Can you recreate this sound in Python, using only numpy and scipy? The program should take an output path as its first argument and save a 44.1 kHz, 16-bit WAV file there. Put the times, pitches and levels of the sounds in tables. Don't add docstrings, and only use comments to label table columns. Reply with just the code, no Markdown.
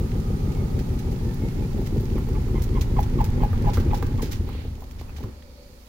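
import sys
import numpy as np
from scipy import signal
from scipy.fft import rfft, irfft, next_fast_len
from scipy.io import wavfile
from scipy.ndimage import uniform_filter1d

SR = 44100
rng = np.random.default_rng(int(sys.argv[2]) if len(sys.argv) > 2 else 0)


def file_out(sig):
    cols = np.atleast_2d(sig).T
    lim = np.clip(cols, -1, 1)
    pcm = np.round(lim * 32767).astype(np.int16)
    wavfile.write(sys.argv[1], SR, pcm)


N = 259308
T = np.arange(N) / SR

SPIN_HZ, SLOWING, LATE_SLOWING = 6.8204, .6085, .039
ANGLE = .677 + SPIN_HZ * T - SLOWING * T ** 2 / 2 - LATE_SLOWING * T ** 3 / 3
TURN_COUNT = int(ANGLE[-1]) + 1
# f/Hz, level/dB
GRIND_COLOUR = [(110, -10), (185, -4.5), (230, 3.5), (262, -0.5), (285, -3.5), (325, -9.5), (370, -4.5),
                (420, -9.5), (490, -14), (570, -20.5), (680, -34), (850, -22.5), (1250, -56), (2500, -40),
                (6000, -74)]


def undb(db):
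    return 10 ** (np.asarray(db) / 20)


def curve(rows):
    s, *columns = np.transpose(rows)
    return [np.interp(T, s, c) for c in columns]


def bell(t, peak, half_width):
    return np.exp(-((t - peak) / half_width) ** 2)


def unit(x):
    return x / np.sqrt(np.mean(x ** 2))


def even(x, span_s):
    return x / np.sqrt(uniform_filter1d(np.mean(x ** 2, axis=0), int(span_s * SR)) + 1e-12)


def colour(x, points, rate=SR):
    hz, db = np.transpose(points)
    size = x.shape[-1]
    padded = next_fast_len(size + size // 8)
    f = np.maximum(np.fft.rfftfreq(padded, 1 / rate), 1e-3)
    gain = undb(np.interp(np.log(f), np.log(hz), db))
    return irfft(rfft(x, padded) * gain, padded)[..., :size]


def stereo(mid, side):
    # f/Hz, level/dB
    width = [(30, -30), (90, -21.5), (180, -15.5), (350, -8.5), (700, -4.5), (1200, 1.5), (16000, 0.5)]
    side = colour(side, width)
    return np.array([mid + side, mid - side])


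def noise(points):
    return unit(colour(stereo(*rng.standard_normal((2, N))), points))


def wavering_tone(hz, width):
    peak = [(-8, -70), (-1, -12), (0, 0), (1, -12), (8, -70)]  # distance/widths, level/dB
    return noise([(hz * np.exp(width * step), db) for step, db in peak])


def add(out, s, x):
    i = max(int(s * SR), 0)
    out[..., i:i + x.shape[-1]] += x[..., :N - i]


def ring(t, modes, pitch=1):
    tones = sum(undb(db - 60 * t / t60) * np.sin(2 * np.pi * f * pitch * t) * rng.choice([-1, 1])
                for f, db, t60 in modes)
    return tones / np.sqrt(len(modes))


def room(x, wet_db, t60_s=0.3):
    t = T[:SR // 3]
    tail = rng.standard_normal((2, len(t))) * undb(-60 * t / t60_s) * (t > .004)
    tail = stereo(*tail / np.sqrt(np.sum(tail[0] ** 2)))
    return x + undb(wet_db) * signal.fftconvolve(np.atleast_2d(x), tail, axes=1)[:, :N]


def repeats(s, spread_s):
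    angles = np.interp(s, T, ANGLE) % 1 + np.arange(TURN_COUNT)
    times = np.interp(angles[(angles > ANGLE[0]) & (angles < ANGLE[-1])], ANGLE, T)
    gains = bell(times, s, max(spread_s, .001))
    return [(at, gain) for at, gain in zip(times, gains) if gain > .05]


def drum_bumps(memory, bump_colour=None, patchy_db=0, steps=2048):
    bumps = rng.standard_normal((TURN_COUNT, 2, steps))
    for k in range(1, TURN_COUNT):
        bumps[k] = memory * bumps[k - 1] + np.sqrt(1 - memory ** 2) * bumps[k]
    patches = np.repeat(bumps[:, :1, ::64], 64, axis=2)
    path = np.concatenate(bumps * undb(patchy_db * patches), axis=1)
    if bump_colour is not None:
        path = colour(path, bump_colour, steps)
    return stereo(*(np.interp(ANGLE * steps, np.arange(len(p)), p) for p in path))


def rumble(wander_db=1.0, drift_rad=0.2):
    unevenness = [-10, -3, -1.5, -7.5, -0.5, -10, -2.5, -6, -3.5, -7.5, -7.5, -2.5, -9, -6.5, -5]
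    out = np.zeros((2, N))
    turns = np.arange(0, TURN_COUNT + 4, 4)
    for k, db in enumerate(unevenness, 3):
        wander, drift = (np.interp(ANGLE, turns, w) for w in rng.standard_normal((2, len(turns))))
        phase = 2 * np.pi * (k * ANGLE + rng.random((2, 1))) + drift_rad * drift
        out += undb(db + wander_db * wander) * np.sin(phase)
    return stereo(*out)


def drum(heavy_side_turns=0.86, boom_lag_turns=0.026):
    # t/s, rumble/dB, boom/dB, grinding/dB
    levels = [(0, -24, -30.5, -30.5), (1.4, -27.5, -28, -31), (2.7, -23, -27, -30.5),
              (3.7, -23.5, -22, -28.5), (4.25, -27, -27.5, -32.5), (4.6, -40, -31.5, -39.5),
              (4.85, -35, -41, -45.5), (5.18, -45, -33, -46), (5.38, -60, -42.5, -51.5),
              (5.88, -53, -49, -56)]
    # t/s, depth/dB
    unbalance = [(0, 1), (1.6, 1.5), (2.5, 1.5), (3.4, 2.5), (5.88, -1)]
    # bumps per turn, level/dB
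    bump_colour = [(26, 7), (38, 1), (60, -15)]
    # f/Hz, level/dB
    panel_colour = [(40, -11), (65, -4), (85, -6), (115, -0.5), (138, -4), (160, -1.5), (190, -11.5),
                    (300, -93), (900, -75)]
    rumble_db, boom_db, grind_db = curve(levels)
    depth_db, = curve(unbalance)
    load_turns = ANGLE - heavy_side_turns
    boom_db += depth_db * np.cos(2 * np.pi * (load_turns - boom_lag_turns))
    grind_db += depth_db * np.cos(2 * np.pi * load_turns) - 1
    grind_db -= 1.06 * depth_db * bell(ANGLE % 1, 0.32, 0.14)
    low_tones = even(rumble(), span_s=0.2)
    boom = even(colour(drum_bumps(memory=0.882, bump_colour=bump_colour), panel_colour), span_s=0.0776)
    grind = even(colour(drum_bumps(memory=.7, patchy_db=2.8), GRIND_COLOUR), span_s=0.0405)
    return undb(rumble_db) * low_tones + undb(boom_db) * boom + undb(grind_db) * grind


def air(rush_gain_db=2.5, hiss_gain_db=5):
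    # t/s, rush/dB, hiss/dB
    levels = [(0, -51.5, -54), (2.5, -50.5, -55), (3.75, -46, -56), (4.35, -51.5, -56.5),
              (4.75, -59, -60.5), (5.25, -55.5, -60.5), (5.45, -62.5, -63), (5.88, -64, -60)]
    # f/Hz, level/dB
    rush_colour = [(300, -2), (540, 2), (660, 6.5), (800, 11.5), (930, 10.5), (1100, 6.5), (1300, 8.5),
                   (1600, 4.5), (1850, 6), (2300, 3), (3000, -2.5), (4600, -4.5), (6500, -14), (9000, -47)]
    # f/Hz, level/dB
    hiss_colour = [(1500, 12), (4500, 14.5), (7000, 12), (9500, 11.5), (12500, 4.5), (15500, -7.5)]
    rush_db, hiss_db = curve(levels)
    flutter_db = 1.2 * unit(colour(rng.standard_normal(N), [(2, -20), (15, 0), (70, 0), (400, -70)]))
    rush = noise(rush_colour) * undb(rush_db + rush_gain_db + flutter_db)
    return rush + noise(hiss_colour) * undb(hiss_db + hiss_gain_db)


def whistles():
    # loudest t/s, half length/s, f/Hz, level/dB, width as a share of the pitch
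    rubs = [(0.554, .14, 2186, -56, 0.014), (1.313, 0.12, 1778, -56, .006), (1.45, 0.044, 2168, -50, 0.005),
            (1.57, .07, 2160, -60, .008), (1.64, 0.016, 2380, -46.5, 0.04),
            (0.44, 0.63, 1230, -52.5, 0.064), (0.568, 0.92, 770, -56.5, 0.033),
            (5.099, 0.011, 2562, -45, 0.026)]
    return sum(wavering_tone(hz, width) * undb(db) * bell(T, s, half) for s, half, hz, db, width in rubs)


def clunks(rise_s=0.00613, detune=0.045):
    # t/s, level/dB
    blows = [(.016, -20.5), (0.162, -22), (.317, -23.5), (0.473, -22), (0.62, -24), (0.777, -22.5),
             (0.936, -26), (1.062, -36), (1.161, -26), (1.266, -21), (1.434, -17.5), (1.607, -23),
             (1.746, -22), (1.792, -17.5), (1.924, -19.5), (1.967, -21), (2.034, -25.5), (2.11, -21.5),
             (2.154, -16), (2.219, -32), (2.331, -27.5), (2.366, -25), (2.542, -16.5), (2.746, -20),
             (3.171, -17), (3.278, -26), (3.373, -20.5), (3.414, -19), (3.588, -21), (3.798, -19),
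             (3.86, -16), (4.147, -27), (4.407, -23)]
    # f/Hz, level/dB, t60/s
    tub_tones = [(210.6, 1.5, 0.044), (274.4, -4, 0.031), (351.2, -2, 0.057), (489, -9.5, 0.031)]
    out, t = np.zeros(N), T[:SR // 8]
    for s, db in blows:
        pitch = 1 + detune * rng.standard_normal()
        blow = sum(undb(tone_db - 60 * t / t60) * np.sin(2 * np.pi * hz * pitch * t)
                   for hz, tone_db, t60 in tub_tones)
        blow *= np.minimum(t / rise_s, 1) ** 2
        add(out, s - rise_s / 2, undb(db) * blow / np.abs(blow).max())
    return room(out, wet_db=-19)


def thumps(rise_s=0.00284, fall_s=0.015):
    # hardest t/s, level/dB, f/Hz, time for the repeats to build or fade/s (0 = once)
    drops = [(0.745, -18, 74.6, 0.93), (1.471, -21, 157, 0.52), (1.976, -13.5, 112, 0.12),
             (2.808, -11, 71.5, 0.59), (2.952, -21, 66.5, 0.22), (3.288, -12.5, 82, 0.37),
             (3.778, -9.5, 84, 0.27), (3.878, -12, 73, 0.26), (4.14, -12.5, 89.5, 0), (4.396, -13.5, 82, 0),
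             (4.564, -23, 75.5, 0), (4.679, -21, 69, 0), (4.716, -22.5, 72, 0), (4.834, -28, 59, 0),
             (4.956, -34.5, 62, 0), (5.002, -26, 66, 0), (5.11, -38, 60, 0), (5.191, -28, 55, 0),
             (5.241, -22, 103, 0), (5.5, -35, 73, 0), (5.7, -37.5, 74.6, 0)]
    out, t = np.zeros(N), T[:SR // 6]
    swing = np.minimum(t / rise_s, 1) * np.exp(-np.maximum(t - 2 * rise_s, 0) / fall_s)
    for s, db, hz, spread_s in drops:
        for at, gain in repeats(s, spread_s):
            add(out, at, gain * undb(db) * swing * np.sin(2 * np.pi * hz * t))
    return out


def scuffs(grain_db=3, gain_db=2, pan_db=1, tick_count=40, ticks_until_s=4.95):
    # t/s, level/dB, rise/s, fade/s, treble tilt/dB
    loud_scuffs = [(0.112, -42, .006, .005, -9), (.198, -48, 0.0037, 0.0057, 2),
                   (0.514, -44.5, 0.007, 0.01, 1), (0.784, -42.5, 0.0082, 0.015, 0),
                   (.985, -43.5, 0.0083, 0.012, 1.5), (1.113, -46, .008, .012, 3),
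                   (1.339, -49.5, .004, 0.006, 9), (1.481, -45, .005, 0.0082, -3),
                   (1.853, -42, 0.018, 0.011, 0.5), (2.005, -53, .004, 0.014, 15),
                   (2.041, -54, 0.0036, 0.0066, 10), (2.096, -46, 0.0046, 0.0055, -9),
                   (2.182, -49.5, .004, 0.0082, 4.5), (2.413, -50, 0.0048, .006, 5.5),
                   (2.616, -40, 0.0049, 0.015, 5.5), (2.635, -43.5, .004, 0.01, 5),
                   (2.81, -31.5, 0.00074, 0.015, 0.5), (3.001, -43.5, .002, 0.011, 9.5),
                   (3.027, -39, 0.0035, 0.012, 1), (3.24, -38.5, .003, 0.017, 3.5),
                   (3.618, -42.5, 0.0071, 0.0039, 2), (3.697, -41, .004, 0.011, -4),
                   (3.732, -35, 0.0052, 0.031, 0.5), (3.797, -41, .004, 0.014, -0.5),
                   (3.942, -37, 0.0036, 0.023, -1.5), (3.97, -43, 0.0036, .01, 5),
                   (4.023, -44, .003, 0.0081, 3), (4.062, -46, 0.0053, 0.0068, 1),
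                   (4.218, -33.5, 0.0027, 0.016, 2.5), (4.232, -40, .004, 0.041, -2),
                   (4.309, -36, 0.014, 0.01, 3.5), (4.326, -38, .004, 0.028, -2),
                   (4.801, -49, .006, 0.0045, 4), (4.911, -52, .007, 0.0061, 4),
                   (4.981, -47, 0.017, 0.028, -3), (5.161, -44.5, 0.0049, 0.033, -2),
                   (5.227, -47, .005, 0.0097, -3), (5.422, -49, .003, 0.0028, -6)]
    # f/Hz, level/dB
    scuff_colour = [(700, -6), (1700, 14.5), (3800, 13), (6000, 11.5), (9500, 4.5), (13000, -2.5),
                    (15500, -10.5)]
    out, t = np.zeros((2, N)), T[:SR // 8]
    ticks = [(s, -46, 0.0026, 0.0026, 0) for s in rng.random(tick_count) * ticks_until_s]
    for s, db, rise, fade, tilt_db in loud_scuffs + ticks:
        grains = np.repeat(rng.standard_normal(len(t)), 32)[:len(t)]
        slips = colour(rng.standard_normal((2, len(t))) * undb(grain_db * grains), scuff_colour)
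        slips = unit(colour(slips, [(3000, -tilt_db), (13000, tilt_db)]))
        shape = np.minimum(t / rise, 1) * np.exp(-np.maximum(t - rise, 0) / fade)
        add(out, s, slips * shape * undb(db + gain_db + np.array([[pan_db], [-pan_db]]) / 2))
    return out


def knocks(thud_db=-1, thud_rise_s=0.0041, crack_db=-7, crack_s=0.002):
    # t/s, level/dB, ring f/Hz, extra thud/dB
    hits = [(0.571, -30, 830, -5), (.934, -37.5, 810, 0), (1.784, -31.5, 770, 9), (1.816, -32, 787, 4),
            (1.96, -31.5, 810, 16), (2.182, -27, 1000, -10), (2.287, -30, 900, 10.5),
            (2.486, -32, 950, -12), (3.53, -23, 1337, 5), (3.772, -19.5, 1304, 2.5),
            (3.778, -22, 1320, 9.5), (4.026, -18, 1326, 4.5), (4.228, -32.5, 920, 18.5),
            (4.49, -26.5, 890, -5), (4.549, -36.5, 850, 11.5), (4.648, -36.5, 720, 15), (4.78, -41, 850, 2),
            (4.822, -32.5, 874, -15), (4.832, -37, 860, -5), (5.013, -30, 820, -6), (5.094, -36, 1310, -16),
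            (5.185, -36, 840, -5), (5.205, -34, 910, 1), (5.238, -29, 1115, -4)]
    # multiple of its pitch, level/dB, t60/s
    ring_tones = [(.6, -10, .04), (.9, -2, 0.029), (1.04, -2.5, 0.021), (1.17, -12, 0.088),
                  (1.3, -11.5, 0.04), (2.2, -35, 0.03)]
    # f/Hz, level/dB, t60/s
    body_tones = [(163, 10.5, 0.021), (255, 3, 0.053), (303, -21.5, 0.67), (443, 4, 0.038),
                  (475, -4, 0.031)]
    out, t = np.zeros(N), T[:SR // 6]
    for s, db, hz, body_db in hits:
        crack_colour = [(hz / 4, -12), (hz, 0), (hz * 1.4, -3), (hz * 3, -30)]
        crack = unit(colour(rng.standard_normal(len(t)), crack_colour)) * np.exp(-t / crack_s)
        thud = undb(body_db + thud_db) * np.minimum(t / thud_rise_s, 1) * ring(t, body_tones)
        add(out, s, undb(db) * (undb(crack_db) * crack + ring(t, ring_tones, hz) + thud))
    return room(out, wet_db=-7.5)


def squeaks(touch_s=.006, lead_s=0.025, grip_s=0.011, release_s=0.0063):
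    # grip t/s, hold/s, tone level/dB, tone f/Hz, chirp level/dB, chirp f/Hz, overtones/dB
    grips = [(2.181, 0.004, -46, 905, -46, 1160, -52), (2.372, 0.0048, -37.5, 863, -43, 1193, -53),
             (2.572, 0.0098, -36.5, 1034, -43, 1066, -49), (2.772, 0.011, -30.5, 1030, -43, 1088, -48.5),
             (2.987, 0.0044, -20, 821, -33, 1090, -47), (3.206, 0.0053, -20, 838, -32.5, 1103, -47.5),
             (3.427, 0.022, -25.5, 849, -39, 1091, -47.5), (3.667, 0.025, -26.5, 829, -37.5, 1057, -48.5),
             (3.927, 0.013, -24, 842, -40.5, 1214, -47.5), (4.206, 0.003, -28, 890, -38, 1152, -50)]
    # f/Hz, level/dB
    rasp_colour = [(500, -26), (950, 18), (1350, -23), (1600, 5), (2100, 15), (2500, 3), (2900, 9),
                   (4000, -11), (9000, -40)]
    # f/Hz, level/dB
    scrape_colour = [(640, -40), (780, -1), (920, 5), (1100, -12), (1350, -39)]
    jitter, flutter_db, pan_db, left_lag_s = .04, 3.2, 3, 0.00024
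    tones, overtones = np.zeros((2, N))
    t = T[:SR // 10]
    for s, hold_s, db, hz, chirp_db, chirp_hz, overtone_db in grips:
        unsteady = uniform_filter1d(rng.standard_normal((2, len(t))), size=100)
        wobble, flutter = (unit(w - w.mean()) for w in unsteady)
        grip = np.clip((t - lead_s) / grip_s + .5, 0, 1)
        pitch = chirp_hz + (hz - chirp_hz) * np.minimum(t / (lead_s + grip_s / 4), 1) ** 2.5
        phase = 2 * np.pi * np.cumsum(pitch * (1 + jitter * wobble)) / SR
        release = np.exp(-(np.maximum(t - lead_s - hold_s, 0) / release_s) ** 2)
        contact = np.minimum(t / touch_s, 1) * release * undb(flutter_db * flutter)
        upper_tones = np.sin(2 * phase) + undb(-7) * np.sin(3 * phase)
        rasp = undb(-5) * unit(colour(rng.standard_normal(len(t)), rasp_colour))
        scrape = undb(-10) * unit(colour(rng.standard_normal(len(t)), scrape_colour))
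        tone_db = chirp_db + (db - chirp_db) * grip
        add(tones, s - lead_s, contact * undb(tone_db) * (np.sin(phase) + scrape))
        add(overtones, s - lead_s, contact * undb(overtone_db) * (upper_tones + rasp))
    heard = np.array([np.interp(T - left_lag_s, T, tones), tones])
    heard += overtones * undb(np.array([[-pan_db], [pan_db]]) / 2)
    return room(heard, wet_db=-14)


def seal_ticks(loudest_s=4, half_length_s=0.67, level_db=-47.5):
    # f/Hz, level/dB
    touch_colour = [(1300, -42), (2150, -4), (2800, 8), (4500, 6.5), (7500, 2)]
    touch = bell((ANGLE + .5) % 1, 0.52, half_width=.001)
    return noise(touch_colour) * undb(level_db) * bell(T, loudest_s, half_length_s) * touch


def slow_roll(hiss_db=-3):
    # t/s, level/dB
    brush_levels = [(4.42, -69), (4.48, -48), (4.6, -47), (4.67, -53), (4.85, -79), (4.95, -84)]
    # f/Hz, level/dB
    brush_colour = [(1000, -5), (2200, 4), (4500, 0), (5600, -34)]
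    # t/s, level/dB
    hum_levels = [(4.9, -63), (5.2, -61), (5.38, -57), (5.62, -54.5), (5.88, -63)]
    # f/Hz, level/dB
    hum_tones = [(320, -12), (500, 5), (570, 4.5), (930, -9)]
    # f/Hz, level/dB
    hiss_colour = [(1700, -23), (2300, 8), (2900, -10), (4100, 3), (4600, 9), (5100, -1), (6000, -5),
                   (9000, -35)]
    hum = unit(sum(undb(db) * wavering_tone(hz, width=0.055) for hz, db in hum_tones))
    rolling = (hum + undb(hiss_db) * noise(hiss_colour)) * undb(curve(hum_levels)[0])
    return noise(brush_colour) * undb(curve(brush_levels)[0]) + rolling


def door(loudest_s=5.255, half_length_s=0.046, level_db=-35):
    return noise(GRIND_COLOUR) * undb(level_db) * bell(T, loudest_s, half_length_s)


def scene():
    return (drum() + air() + whistles() + clunks() + thumps() + scuffs() + knocks()
            + squeaks() + seal_ticks() + slow_roll() + door())


def record(dry, top_hz=15800):
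    # f/Hz, left level/dB, right level/dB
    openings = [(15.1, -12, -4.5), (32, 0, -0.5), (312, 0.06, -0.6), (800, 0, 2), (1510, -5, -1),
                (3800, -7, 0), (7160, -8, 0.5), (8070, -19.5, -5), (9940, -2, 0.5), (11100, -10, -6),
                (12120, 4.5, -0.5), (15600, 15, 15)]
    hz, *sides_db = np.transpose(openings)
    heard = np.array([colour(x, np.transpose([hz, db])) for x, db in zip(dry, sides_db)])
    return signal.sosfilt(signal.ellip(10, .2, 70, top_hz, fs=SR, output="sos"), heard)


dry = scene()
out = record(dry)
file_out(out)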